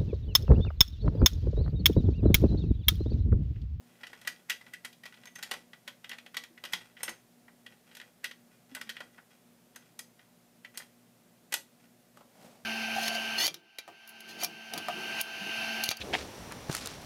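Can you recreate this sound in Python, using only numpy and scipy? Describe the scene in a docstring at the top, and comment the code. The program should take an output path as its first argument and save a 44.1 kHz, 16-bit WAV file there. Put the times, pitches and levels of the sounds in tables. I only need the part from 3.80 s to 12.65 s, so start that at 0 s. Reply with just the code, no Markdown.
"""Fingers fold the hinged plastic roof of a metal model car and shut its trunk lid.
Catches snap, joints tick and panels rub, all ringing the same hollow body. A few times a small
metal hinge part pings, and the car bumps on its tyres. It stands on a desk in a small room where
equipment hums faintly; a sleeve brushes by as the hand withdraws."""
import sys
import numpy as np
from scipy import signal
from scipy.fft import rfft, irfft, next_fast_len
from scipy.io import wavfile
from scipy.ndimage import uniform_filter1d

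SR = 44100
rng = np.random.default_rng(int(sys.argv[2]) if len(sys.argv) > 2 else 0)


def file_out(sig):
    """Save sig as 16-bit WAV at sys.argv[1]."""
    # one column per channel
    cols = np.atleast_2d(sig).T
    # limit, then scale
    lim = np.clip(cols, -1, 1)
    pcm = np.round(lim * 32767).astype(np.int16)
    wavfile.write(sys.argv[1], SR, pcm)


N = 390281


def gain_of(db):
    """Decibels to amplitude."""
    return 10 ** (np.asarray(db) / 20)


def unit_rms(x):
    """x at rms 1."""
    return x / np.sqrt(np.mean(x ** 2) + 1e-20)


def unit_energy(x):
    """x at energy 1."""
    return x / (np.linalg.norm(x) + 1e-12)


def value_at(points, hz):
    """Interpolates points on a log-frequency axis."""
    point_hz, value = np.transpose(points)
    return np.interp(np.log(hz + 1), np.log(point_hz + 1), value)


def add(mix, start_s, sound):
    """Lays a sound into the mix."""
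    part = mix[round(start_s * SR):][:len(sound)]
    part += sound[:len(part)]


def coloured(x, spectrum):
    """x through a smooth spectrum, at rms 1."""
    gain = gain_of(value_at(spectrum, np.fft.rfftfreq(len(x), 1 / SR)))
    return unit_rms(irfft(rfft(x) * gain, len(x)))


def ring(modes, t, spread_db, detune=0):
    """Decaying modes; the strike point varies their levels, the grip their pitch."""
    hz, db, t60_s = np.transpose(modes)[:, :, None]
    db = db + spread_db * rng.standard_normal(hz.shape)
    hz = hz * (1 + detune * rng.standard_normal(hz.shape))
    phase = 2 * np.pi * (hz * t + rng.random(hz.shape))
    return (gain_of(db - 60 * t / t60_s) * np.sin(phase)).sum(0)


# Air spectrum. Each row: frequency in Hz, relative density in dB.
AIR_SPECTRUM = [(25, -66), (55, -27), (90, -14.5), (130, -1.5), (230, 2.5), (330, -4.5), (600, -4.5),
                (1000, -11.5), (2000, -13.5), (4000, -16.5), (8000, -17.5), (14000, -18), (16000, -22.5)]

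def air(rms_db=-65.5):
    """Soft steady room air and hiss."""
    return gain_of(rms_db) * coloured(rng.standard_normal(next_fast_len(N)), AIR_SPECTRUM)[:N]


# Equipment tones. Each row: frequency in Hz, rms level in dB before the waver.
HUM_TONES = [(60, -90.5), (120, -78), (174, -76), (239.5, -70), (360, -83), (479, -87), (598, -83.5),
             (720, -83.5)]

def hum(waver=0.35, waver_hz=9.0, control_hz=100):
    """Mains and fan tones, wavering in level and phase."""
    out, t = np.zeros(N), np.arange(N) / SR
    rolloff = 1 + (np.fft.rfftfreq(1024, 1 / control_hz) / waver_hz) ** 2
    for hz, db in HUM_TONES:
        slow = unit_rms(irfft(rfft(rng.standard_normal((2, 1024))) / rolloff))
        swell, drift = (np.interp(t, np.arange(len(row)) / control_hz, row) for row in slow)
        phase = 2 * np.pi * (hz * t + rng.random()) + waver * drift
        out += gain_of(db) * np.sqrt(2) * (1 + waver * swell) * np.sin(phase)
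    return out


# Room decay. Each row: frequency in Hz, t60 in seconds.
ROOM_DECAY = [(200, 0.64), (800, 0.22), (2000, 0.18), (5000, .22), (9000, 0.21), (15000, 0.2)]

def room(x, first_s=0.0076, build_s=0.00096):
    """Dense reflections off desk clutter and near walls; each band decays at its own rate."""
    hz, t, bands = signal.stft(rng.standard_normal(SR // 2), SR, nperseg=256)
    decay = gain_of(-60 * t / value_at(ROOM_DECAY, hz)[:, None])
    tail = signal.istft(bands * decay, SR, nperseg=256)[1]
    since_first_s = np.maximum(np.arange(len(tail)) / SR - first_s, 0)
    tail *= 1 - np.exp(-since_first_s / build_s)
    return signal.oaconvolve(x, unit_energy(tail))[:N]


# Sleeve envelope. Each row: time in seconds, level in dB.
SLEEVE_LEVELS = [(8.3, -82), (8.39, -63), (8.45, -73), (8.54, -63.5), (8.6, -58), (8.655, -52.5),
                 (8.72, -59), (8.85, -67)]
# Cloth spectrum. 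Each row: frequency in Hz, relative density in dB.
CLOTH_SPECTRUM = [(80, -33), (150, -9), (210, 0), (350, -14), (650, -6), (1200, -19), (2500, -21.5),
                  (6000, -25), (12000, -30), (16000, -34)]

def sleeve(grain=0.19):
    """Cloth brushes past in small uneven catches."""
    catches = np.exp(grain * unit_rms(uniform_filter1d(rng.standard_normal(N), size=300)))
    level_db = np.interp(np.arange(N) / SR, *np.transpose(SLEEVE_LEVELS))
    return gain_of(level_db) * coloured(rng.standard_normal(N) * catches, CLOTH_SPECTRUM)


# Tyre bumps. Each row: start in seconds, level in dB, pitch in Hz.
TYRE_BUMPS = [(2.704, -55, 330), (2.933, -49, 180), (3.28, -47, 339), (3.284, -49, 224),
              (4.918, -43.5, 261), (5, -49, 237), (5.069, -48, 225)]

def tyres(t60_s=0.17, rise_s=0.0035):
    """Pressed and let go, the car bumps softly on the desk."""
    out, t = np.zeros(N), np.arange(SR // 4) / SR
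    for start_s, db, hz in TYRE_BUMPS:
        envelope = gain_of(db - 60 * t / t60_s) * (1 - np.exp(-t / rise_s))
        add(out, start_s, envelope * np.sin(2 * np.pi * hz * t))
    return out


# Hinge modes. Each row: frequency in Hz, relative level in dB, t60 in seconds.
HINGE_MODES = [(5450, -10, .11), (6340, -1, 0.089), (8200, -8, .12), (9165, 4, 0.057), (10700, -12, .04),
               (11300, -5, 0.079), (13200, -3, 0.076), (14240, -9, .05), (14900, -9, .035)]
# Pings. Each row: start in seconds, level in dB, offset of all but the main mode in dB.
HINGE_PINGS = [(1.456, -56, -13), (1.472, -49, -16), (1.555, -43, -20), (3.2318, -40.5, 6),
               (3.2912, -43, -5), (5.9595, -50, -14), (6.1903, -49, -4), (6.951, -56, -18), (6.974, -52, 6)]

def hinge(main_mode=1):
    """A small metal part springs free and rings high."""
    out, t = np.zeros(N), np.arange(SR // 5) / SR
    for start_s, db, others_db in HINGE_PINGS:
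        modes = [(hz, mode_db + (0 if k == main_mode else others_db), t60_s)
                 for k, (hz, mode_db, t60_s) in enumerate(HINGE_MODES)]
        add(out, start_s, gain_of(db) * ring(modes, t, spread_db=1, detune=0.003))
    return out


# Body and panel modes. Each row: frequency in Hz, relative level in dB, t60 in seconds.
BODY_MODES = [(559, -8, 0.034), (746, -7.5, 0.016), (867, -7.5, 0.034), (1053, -42, 0.025),
              (1450, -12.5, 0.063), (1496, -4.5, 0.04), (1565, -13, 0.038), (1888, 2.5, 0.024),
              (1966.4, 0.5, 0.047), (2184, -24, 0.017), (2446, -7.5, 0.028), (2600, -5, 0.013),
              (2836, -3.5, 0.022), (3050, -4, 0.021), (3273, -6, 0.031), (3450, -7, 0.015),
              (3845, -11.5, 0.033), (4150, -28, 0.028), (4975, -9.5, 0.017), (5430, -13, 0.03),
              (8590, -10, 0.039), (12000, -19, 0.011)]
# Dense, short-lived plastic modes. 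Each row: frequency in Hz, relative density in dB.
PLASTIC_SPECTRUM = [(100, -46), (220, -3), (400, -2.5), (650, 0.5), (1100, 5.5), (1700, 6), (3200, 2),
                    (5000, 0.5), (7000, -2.5), (10000, -7), (13000, -7), (16000, -20.5)]
# Band centres in Hz: thud, knock, clack, treble.
BAND_HZ = [1110, 1733, 3220, 7560]

def contact(knock_db, thud_db, clack_db, treble_db, crack_t60_s=0.07, tick_t60_s=0.013, flex_s=0.0011):
    """Two parts touch: plastic cracks, the body rings; weight and hardness set the band levels."""
    t = np.arange(4096) / SR
    onset_s = min(0.0008 * 10 ** (-treble_db / 47), 0.003)  # dull contacts build more slowly
    noise = coloured(rng.standard_normal(len(t)), PLASTIC_SPECTRUM) * (1 - np.exp(-t / onset_s))
    crack = unit_energy(noise * gain_of(-60 * t / crack_t60_s))
    tick = unit_energy(np.diff(noise, prepend=0) * gain_of(-60 * t / tick_t60_s))
    body = ring(BODY_MODES, t, spread_db=3.5, detune=0.012) * (1 - np.exp(-t / flex_s))
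    hit = gain_of(-4.5) * tick + gain_of(-0.5) * crack + unit_energy(body)
    spectrum = rfft(np.pad(hit, (0, len(t))))
    log_hz = np.log(np.fft.rfftfreq(2 * len(t), 1 / SR) + 1)
    bands = np.array([np.interp(log_hz, np.log(BAND_HZ), row) for row in np.eye(len(BAND_HZ))])
    energy_db = 10 * np.log10(bands @ abs(spectrum) ** 2 / len(t))
    band_db = knock_db + np.array([thud_db, 0, clack_db, treble_db])
    shaped = irfft(spectrum * gain_of((band_db - energy_db) @ bands))[:len(t)]
    return shaped * np.sqrt(SR / 100)  # levels are energy spread over 10 ms


# Finger strokes. Each row: start in seconds, length in seconds, rub level in dB, tick level in dB.
PANEL_STROKES = [(0.055, 0.15, -69.5, -70), (0.2, 0.38, -63, -62), (0.793, 0.088, -65.5, -55.5),
                 (1.24, 0.24, -67.5, -61), (1.578, 0.2, -57, -62), (1.92, 0.029, -74, -51),
                 (2.258, 0.095, -67, -50), (2.872, 0.19, -59.5, -54.5), (3.175, 0.16, -59.5, -55),
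                 (3.9, 0.037, -67, -65), (4.059, 0.22, -67, -64.5), (4.707, 0.034, -71, -65.5),
                 (4.887, 0.364, -67, -61), (5.326, 0.033, -68, -66), (5.5, 0.046, -66.5, -62),
                 (5.948, .12, -69, -68), (6.38, 0.037, -68, -61.5), (6.937, 0.09, -62, -59),
                 (7.995, .06, -69.5, -73)]

def rubbing(slips_per_s=260, size_db=2.0, grit_db=-2.5, grip_s=0.007, let_go_s=0.035):
    """Tiny slips of the panels excite the body; each stroke rises, holds and dies away."""
    t = np.arange(N) / SR
    pressure = np.zeros(N)
    for start_s, length_s, db, _ in PANEL_STROKES:
        grip = np.clip((t - start_s) / grip_s, 0, 1)
        let_go = np.exp(-np.maximum(t - start_s - length_s, 0) / let_go_s)
        pressure += gain_of(db) * grip * let_go
    sizes = gain_of(size_db * np.minimum(rng.exponential(1, N), 4))
    slips = sizes * (rng.random(N) < slips_per_s / SR) * rng.choice([-1, 1], N)
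    body = signal.oaconvolve(slips, ring(BODY_MODES, np.arange(SR // 10) / SR, spread_db=1))[:N]
    grit = gain_of(grit_db) * coloured(slips, PLASTIC_SPECTRUM)
    return pressure * unit_rms(unit_rms(body) + grit)


# Tick colour in dB re the knock: thud, clack, treble.
TICK_BANDS_DB = [-8, -0.5, -18]

def ticks(ticks_per_s=18, spread_db=2.5):
    """A sliding joint catches at uneven intervals during each stroke."""
    out = np.zeros(N)
    for start_s, length_s, _, tick_db in PANEL_STROKES:
        delays_s = (np.arange(16) + rng.random(16)) / ticks_per_s
        levels_db = np.array([tick_db, *TICK_BANDS_DB]) + spread_db * rng.standard_normal((16, 4))
        for delay_s, tick_levels_db in zip(delays_s, levels_db):
            if delay_s < length_s:
                add(out, start_s + delay_s, contact(*tick_levels_db))
    return out


# Creep spectrum. Each row: frequency in Hz, relative density in dB.
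CREEP_SPECTRUM = [(300, -12), (1200, 6), (2000, 12), (4000, -5), (15000, -13)]
# Catch and joint snaps. Each row: start in seconds, base knock level in dB,
# thud, clack and treble in dB re the knock, seating delay in seconds.
SNAPS = [(0.2333, -43.5, -10.5, -1, -16, 0.0035), (.268, -53, -13, 5, -6, 0.0011),
         (.3305, -46, -9, -7, -17, .001), (.4139, -59, -8, 1.5, 0.5, 0.0011),
         (0.4735, -31.5, -15.5, -4, -6.5, .003), (.6975, -30.5, -18, 0, -4.5, 0.0057),
         (0.7153, -40.5, -17, 6.5, -13, 0.00098), (.9355, -38.5, -32, -8, -13, .002),
         (1.0475, -39.5, -12, -4, -5.5, 0.0044), (1.128, -67.5, -16, 12.5, 6, 0.0011),
         (1.235, -50, -15, -3, -11, .002), (1.255, -46.5, -6.5, 2, -8.5, .006),
         (1.341, -57, -9, 3, -15, 0.0011), (1.455, -56, -4, 0, 0, .001), (1.471, -53.5, -16, 1, -14, .002),
         (1.557, -45.5, -14, -4, -6, 0.00088), (1.5887, -49, -7, -7, -8, 0.00084),
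         (1.627, -40, -14.5, 1.5, -1.5, .006), (1.712, -38.5, -1.5, 5, -0.5, 0.0038),
         (1.736, -44.5, -3, 2, -7.5, 0.0024), (2.077, -41.5, -9, 1, -8, 0.0021),
         (2.2432, -47.5, -12.5, 2.5, -14, .001), (2.2932, -55.5, -7, 8, 6.5, 0.0008),
         (2.3145, -42.5, -11.5, 4.5, -16.5, .002), (2.384, -52, -9, 4.5, -8, .001),
         (2.4622, -53.5, -4.5, 3, -11, 0.00091), (2.5436, -45, -7, -0.5, -10.5, 0.0013),
         (2.568, -37.5, -9.5, 6, -4.5, 0.00093), (2.6367, -47.5, -11.5, 1, -7, 0.0009),
         (2.7763, -49, -23, -7, -21, 0.0012), (2.838, -47.5, 2.5, 7.5, -2, .001),
         (2.851, -45.5, -8, 4, -4, 0.0049), (2.9242, -47.5, -19, -3, -2, 0.00086),
         (2.933, -32.5, -8.5, 3.5, -5.5, 0.0021), (3.168, -51.5, -19, 0, -30, 0.0024),
         (3.232, -42, -3.5, 1.5, 4.5, 0.00099), (3.279, -35, -11, -6, -15, 0.0031),
         (3.2926, -53.5, 3, 8, 7.5, 0.0011), (3.68, -53.5, -8, -14, -27, 0.00211),
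         (3.863, -50.5, -13, 2, -11, .002), (4.15, -56, -11, 3.5, 1.5, 0.0018),
         (4.168, -53, -8, 4, -1, .002), (4.1996, -46, -13, -1.5, -13, 0.014),
         (4.4424, -33.5, -19.5, -3.5, -8, .002), (4.456, -52.5, -5, 11.5, -1, 0.00092),
         (4.511, -48.5, -8, 3, -9.5, 0.00091), (4.949, -42.5, -13, -1, 0, 0.00099),
         (4.965, -45, -3.5, -5, -23, 0.0019), (5.0124, -43, -8.5, 0.5, -5, 0.0011),
         (5.0925, -40, -12.5, 2.5, -6, 0.0053), (5.166, -44.5, -14, -2, -19, 0.000984),
         (5.204, -42.5, -2, -3.5, -14, 0.0017), (5.3808, -45, -11.5, -16.5, -32, 0.0009),
         (5.9596, -51, -3, -3, 1, .001), (6.1912, -49.5, -7, 4, 8.5, .001),
         (6.847, -45.5, -17, -4.5, -18, 0.0011), (6.9737, -49, -6, 6, 9.5, 0.00089),
         (6.999, -44.5, -7.5, -15, -27, .001), (7.7236, -35.5, -9.5, -2, -2, .003),
         (7.7393, -38, -2.5, 8.5, 9, 0.00052), (8.371, -62, 10, -3, -2, 0.00092),
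         (8.408, -66.5, 13.5, 2, -6, 0.00099)]

def snaps(creep_db=-15.5, creep_s=0.0051, release_db=-2.5, seat_db=-4):
    """Roof and lid snap: the joint creeps for a moment, gives, and the part seats."""
    out = np.zeros(N)
    lead_s = np.arange(-SR // 80, 0) / SR
    for start_s, db, *colour_db, seat_s in SNAPS:
        creep = coloured(rng.standard_normal(len(lead_s)), CREEP_SPECTRUM) * np.exp(lead_s / creep_s)
        add(out, start_s + lead_s[0], gain_of(db + creep_db) * creep)
        add(out, start_s, contact(db + release_db, *colour_db))
        add(out, start_s + seat_s, contact(db + seat_db, *colour_db))
    return out


def scene(direct_db=-0.03, room_db=-10.0):
    """The car close by with its reflections, over sleeve, air and hum; mono."""
    car = snaps() + hinge() + rubbing() + ticks()
    car_in_room = gain_of(direct_db) * car + gain_of(room_db) * room(car)
    return (car_in_room + tyres() + sleeve() + air() + hum())[None]


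def record(dry, cutoff_hz=15600):
    """Low-pass band limit."""
    lowpass = signal.firwin(255, cutoff_hz, window=("kaiser", 8), fs=SR)
    return signal.oaconvolve(dry, lowpass[None], "same")


dry = scene()
out = record(dry)
file_out(out)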